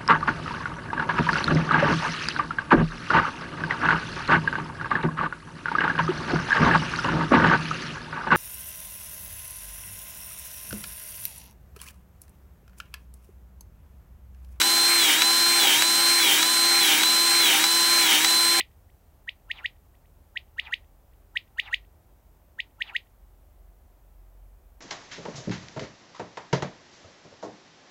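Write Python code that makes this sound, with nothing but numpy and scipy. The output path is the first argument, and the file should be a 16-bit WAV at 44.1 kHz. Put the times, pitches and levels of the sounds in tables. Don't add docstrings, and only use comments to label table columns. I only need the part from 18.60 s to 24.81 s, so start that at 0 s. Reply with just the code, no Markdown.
import sys
import numpy as np
from scipy import signal
from scipy.fft import rfft, irfft, next_fast_len
from scipy.io import wavfile

SR = 44100
rng = np.random.default_rng(int(sys.argv[2]) if len(sys.argv) > 2 else 0)


def to_wav(s):
    ch = np.atleast_2d(s).T
    pcm = np.round(np.clip(ch, -1, 1) * 32767)
    wavfile.write(sys.argv[1], SR, pcm.astype(np.int16))


N = 273683
TIME = np.arange(N) / SR
TOP_HZ = 15850

# time in seconds, frequency in Hz.
DRONE_PITCH = [(0, 40.42), (1.4, 40.06), (2.4, 40.95), (3.2, 47.58), (4, 47.55), (4.7, 44.23), (5.5, 44.66),
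               (6.2, 45.05)]
# lead-in in seconds, resting pitch in Hz, swell in dB per second,
# share of the call's crescendo still to come (0 to 1).
SYLLABLES = [(.0235, 1885, 960, 1.0), (.030, 1860, 1040, .3), (.037, 1890, 700, 0.0)]

NOTE_SPAN, SLUR_SPAN, RASP_SPAN = (-.04, .0035), (-.012, .012), (-.055, .045)
FOOT_HZ = 1337


def amp(db):
    return 10 ** (np.asarray(db) / 20)


def unit(x):
    return x / np.sqrt(np.mean(x ** 2) + 1e-20)


def curve(rows, at):
    seconds, values = np.transpose(rows)
    return np.interp(at, seconds, values)


def along(points, hz):
    f, v = np.transpose(points)
    return np.interp(np.log(hz + 1), np.log(f), v)


def filtered(x, response):
    m = next_fast_len(len(x) + 8192)
    spectrum = rfft(x, m) * response(np.fft.rfftfreq(m, 1 / SR))
    return irfft(spectrum, m)[:len(x)]


def noise(spectrum, size):
    return unit(filtered(rng.standard_normal(size), lambda f: amp(along(spectrum, f))))


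def turning(hz):
    return 2 * np.pi * np.cumsum(hz) / SR


def narrow(hz, width_hz):
    def slow():
        return filtered(rng.standard_normal(len(hz)), lambda f: 1 / (1 + (2 * f / width_hz) ** 2))

    phase = turning(hz)
    return unit(slow() * np.cos(phase) + slow() * np.sin(phase))


def clock(start_s, end_s):
    return np.arange(start_s, end_s, 1 / SR)


def swell(t, rise_db_per_s, fall_db_per_s):
    return amp(np.minimum(rise_db_per_s * t, -fall_db_per_s * t))


def add(track, s, sound):
    at = round(s * SR) + np.arange(len(sound))
    inside = (at >= 0) & (at < N)
    track[at[inside]] += sound[inside]


def far_drone(between_db=-11, waver=.45):
    # time in seconds, level in dB.
    drone_level = [(0, -65.5), (2, -60), (3.3, -56), (4, -60.5), (4.7, -54), (6.2, -52)]
    hz = curve(DRONE_PITCH, TIME)
    tone = np.sin(turning(hz))
    between = amp(between_db) * narrow(hz * 1.5, width_hz=7.7)
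    wavering = waver * narrow(hz, width_hz=11)
    return amp(curve(drone_level, TIME)) * unit(tone + between + wavering)


def low_rumble(start_db=-58, fade_db_per_s=0.86, octave_db=-9):
    # frequency in Hz, relative level in dB per Hz.
    rumble_spectrum = [(35, -23), (48, -2.5), (57, -2.5), (68, 2), (85, -3), (105, -8), (160, -14.5),
                       (250, -25.5), (600, -45)]
    octave = amp(octave_db) * narrow(2 * curve(DRONE_PITCH, TIME), width_hz=5.7)
    return amp(start_db - fade_db_per_s * TIME) * (noise(rumble_spectrum, N) + octave)


def quiet_air(level_db=-65):
    # frequency in Hz, relative level in dB per Hz.
    air_spectrum = [(250, -5.5), (370, -4.5), (470, -7.5), (600, -4.5), (850, -8), (1300, -15), (2200, -21),
                    (4500, -28.5), (6500, -27), (9200, -26), (10500, -26.5), (11800, -21.5), (13400, -21),
                    (14000, -18), (14600, -21), (15800, -21)]
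    return amp(level_db) * noise(air_spectrum, N)


def whip(peak_db, lead_s, rest_hz, swell_db_per_s):
    # frequency in Hz, relative level in dB.
    overtone_levels = [(2700, -17.5), (3700, -28), (4800, -38.5), (5700, -56.5), (6500, -26.5), (7300, -48),
                       (9200, -35.5), (10400, -62.5), (13500, -58), (15200, -38.5)]
    t = clock(*NOTE_SPAN)

    climb_s, rest_s, flick_s, flick_hz, flick_power = .0052, .0128, 0.0096, 1281, 3.335
    low = 1 - np.exp(np.minimum(t + rest_s, 0) / climb_s)
    climb = rest_hz + (FOOT_HZ - rest_hz) * low
    flick = flick_hz * np.maximum(1 + t / flick_s, 0) ** flick_power
    hz = climb + flick
    phase = turning(hz)

    foot_db, full_s, hold_s, cut_db_per_s = -15, 0.001278, 0.00047, 11499
    push_db, push_ahead_s, push_width_s = 5.5, .0158, .002
    push = push_db * np.exp(-((t + push_ahead_s) / push_width_s) ** 2)
    rise = swell_db_per_s * np.minimum(t + full_s, 0)
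    cut = cut_db_per_s * np.maximum(t - hold_s, 0)
    db = foot_db * low + push + rise - cut

    overtones = np.zeros(len(t))
    for k in range(2, 10):
        level_db = along(overtone_levels, k * hz) - 0.65 * (k - 2)
        overtones += amp(level_db) * (k * hz < TOP_HZ) * np.sin(k * phase)
    flutter = 1 + .6 * narrow(np.zeros(len(t)), width_hz=750)
    effort = amp(.7 * (peak_db + 16))
    buzz = amp(.5 * db) * effort * flutter * overtones

    opening_s = .006
    opening = np.clip((t + lead_s) / opening_s, 0, 1)
    return opening * amp(peak_db) * (amp(db) * np.sin(phase) + buzz)


def scatter(x, delay_s, t60_s, db):
    # frequency in Hz, relative level in dB.
    grass_response = [(500, -5.5), (1900, 0), (3500, 0), (5000, 13.5), (7000, 5), (16000, 16)]
    t = TIME[:SR // 2]
    cloud = rng.standard_normal(len(t)) * amp(-60 * t / t60_s) * (t >= delay_s)
    wet = signal.fftconvolve(x, cloud / np.linalg.norm(cloud))[:N]
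    return amp(db) * filtered(wet, lambda f: amp(along(grass_response, f)))


def bush_echo(song, delay_s=.106, db=-47.5):
    back = np.zeros(N)
    add(back, delay_s, amp(db) * song)
    return back


def forest_edge():
    # time of the flick in seconds, peak level in dB.
    edge_echoes = [(0.303, -63.5), (1.354, -63.5), (1.459, -64), (2.537, -66.5)]
    lead_s, rest_hz, swell_db_per_s, _ = SYLLABLES[-1]
    back = np.zeros(N)
    for flick_s, db in edge_echoes:
        add(back, flick_s + NOTE_SPAN[0], whip(db, lead_s, rest_hz, swell_db_per_s))
    return back


def slur(middle_hz=967.6, glide_hz_per_s=22000, middle_db=-36.5, fade_db_per_s=1199.5, foot_db=-5):
    t = clock(*SLUR_SPAN)
    glide = np.sin(turning(middle_hz + glide_hz_per_s * t))
    foot = amp(foot_db) * np.sin(2 * np.pi * FOOT_HZ * t)
    return amp(middle_db - fade_db_per_s * np.abs(t)) * (glide + foot)


def rasp(top_hz=3916, bottom_hz=918.7, throat_hz=875):
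    # frequency in Hz, relative level in dB per Hz.
    hiss_spectrum = [(550, -26.5), (850, -8.5), (1300, -1), (2200, 1.5), (3600, -3.5), (4200, -14),
                     (5100, -26.5), (6800, -29), (8000, -41), (16000, -48)]
    t = clock(*RASP_SPAN)
    fall = np.sin(np.pi / 2 * np.linspace(0, 1, len(t)) ** 1.2) ** 2
    hz = top_hz + (bottom_hz - top_hz) * fall
    sweep = swell(t, rise_db_per_s=478.5, fall_db_per_s=436.5) * narrow(hz, width_hz=720)
    hum = narrow(np.full(len(t), throat_hz), width_hz=214)
    hum *= swell(t - 0.019, rise_db_per_s=129, fall_db_per_s=348)
    hiss = swell(t + 0.013, rise_db_per_s=183.5, fall_db_per_s=285) * noise(hiss_spectrum, len(t))
    return sweep + amp(-10) * hum + amp(-10.5) * hiss


def quail():
    # time of the first flick in seconds, seconds to the
    # second, seconds on to the third, peak level in dB, crescendo in dB.
    calls = [(-0.357, .2235, .1442, -19.3, 3.5), (0.6931, .2229, .1449, -20.2, 4),
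             (1.7748, .2233, .1427, -18.4, 4.2), (2.7731, .2264, .1451, -16, 1.8),
             (4.0045, .2179, .1436, -18.3, 3.3)]
    rasp_ahead_s = .0695
    song = np.zeros(N)
    for s, pause_s, link_s, peak_db, crescendo_db in calls:
        flicks = s + np.cumsum([0, pause_s, link_s])
        for flick, (lead_s, rest_hz, swell_db_per_s, to_come) in zip(flicks, SYLLABLES):
            db = peak_db - to_come * crescendo_db
            add(song, flick - lead_s + SLUR_SPAN[0], amp(db) * slur())
            add(song, flick + NOTE_SPAN[0], whip(db, lead_s, rest_hz, swell_db_per_s))
        rasp_db = -34 + .5 * peak_db
        add(song, flicks[-1] - rasp_ahead_s + RASP_SPAN[0], amp(rasp_db) * rasp())
    return song


def scene():
    background = far_drone() + low_rumble() + quiet_air()
    song = quail()
    bird = song + bush_echo(song) + forest_edge()
    stalks = scatter(bird, delay_s=0.00076, t60_s=.026, db=-14.5)
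    meadow = scatter(bird, delay_s=0.0087, t60_s=0.11, db=-19.0)
    field = scatter(bird, delay_s=0.033, t60_s=0.22, db=-38.0)
    return (bird + stalks + meadow + field + background)[None]


def record(dry):
    return np.array([filtered(channel, lambda hz: hz < TOP_HZ) for channel in dry])


dry = scene()
out = record(dry)
to_wav(out)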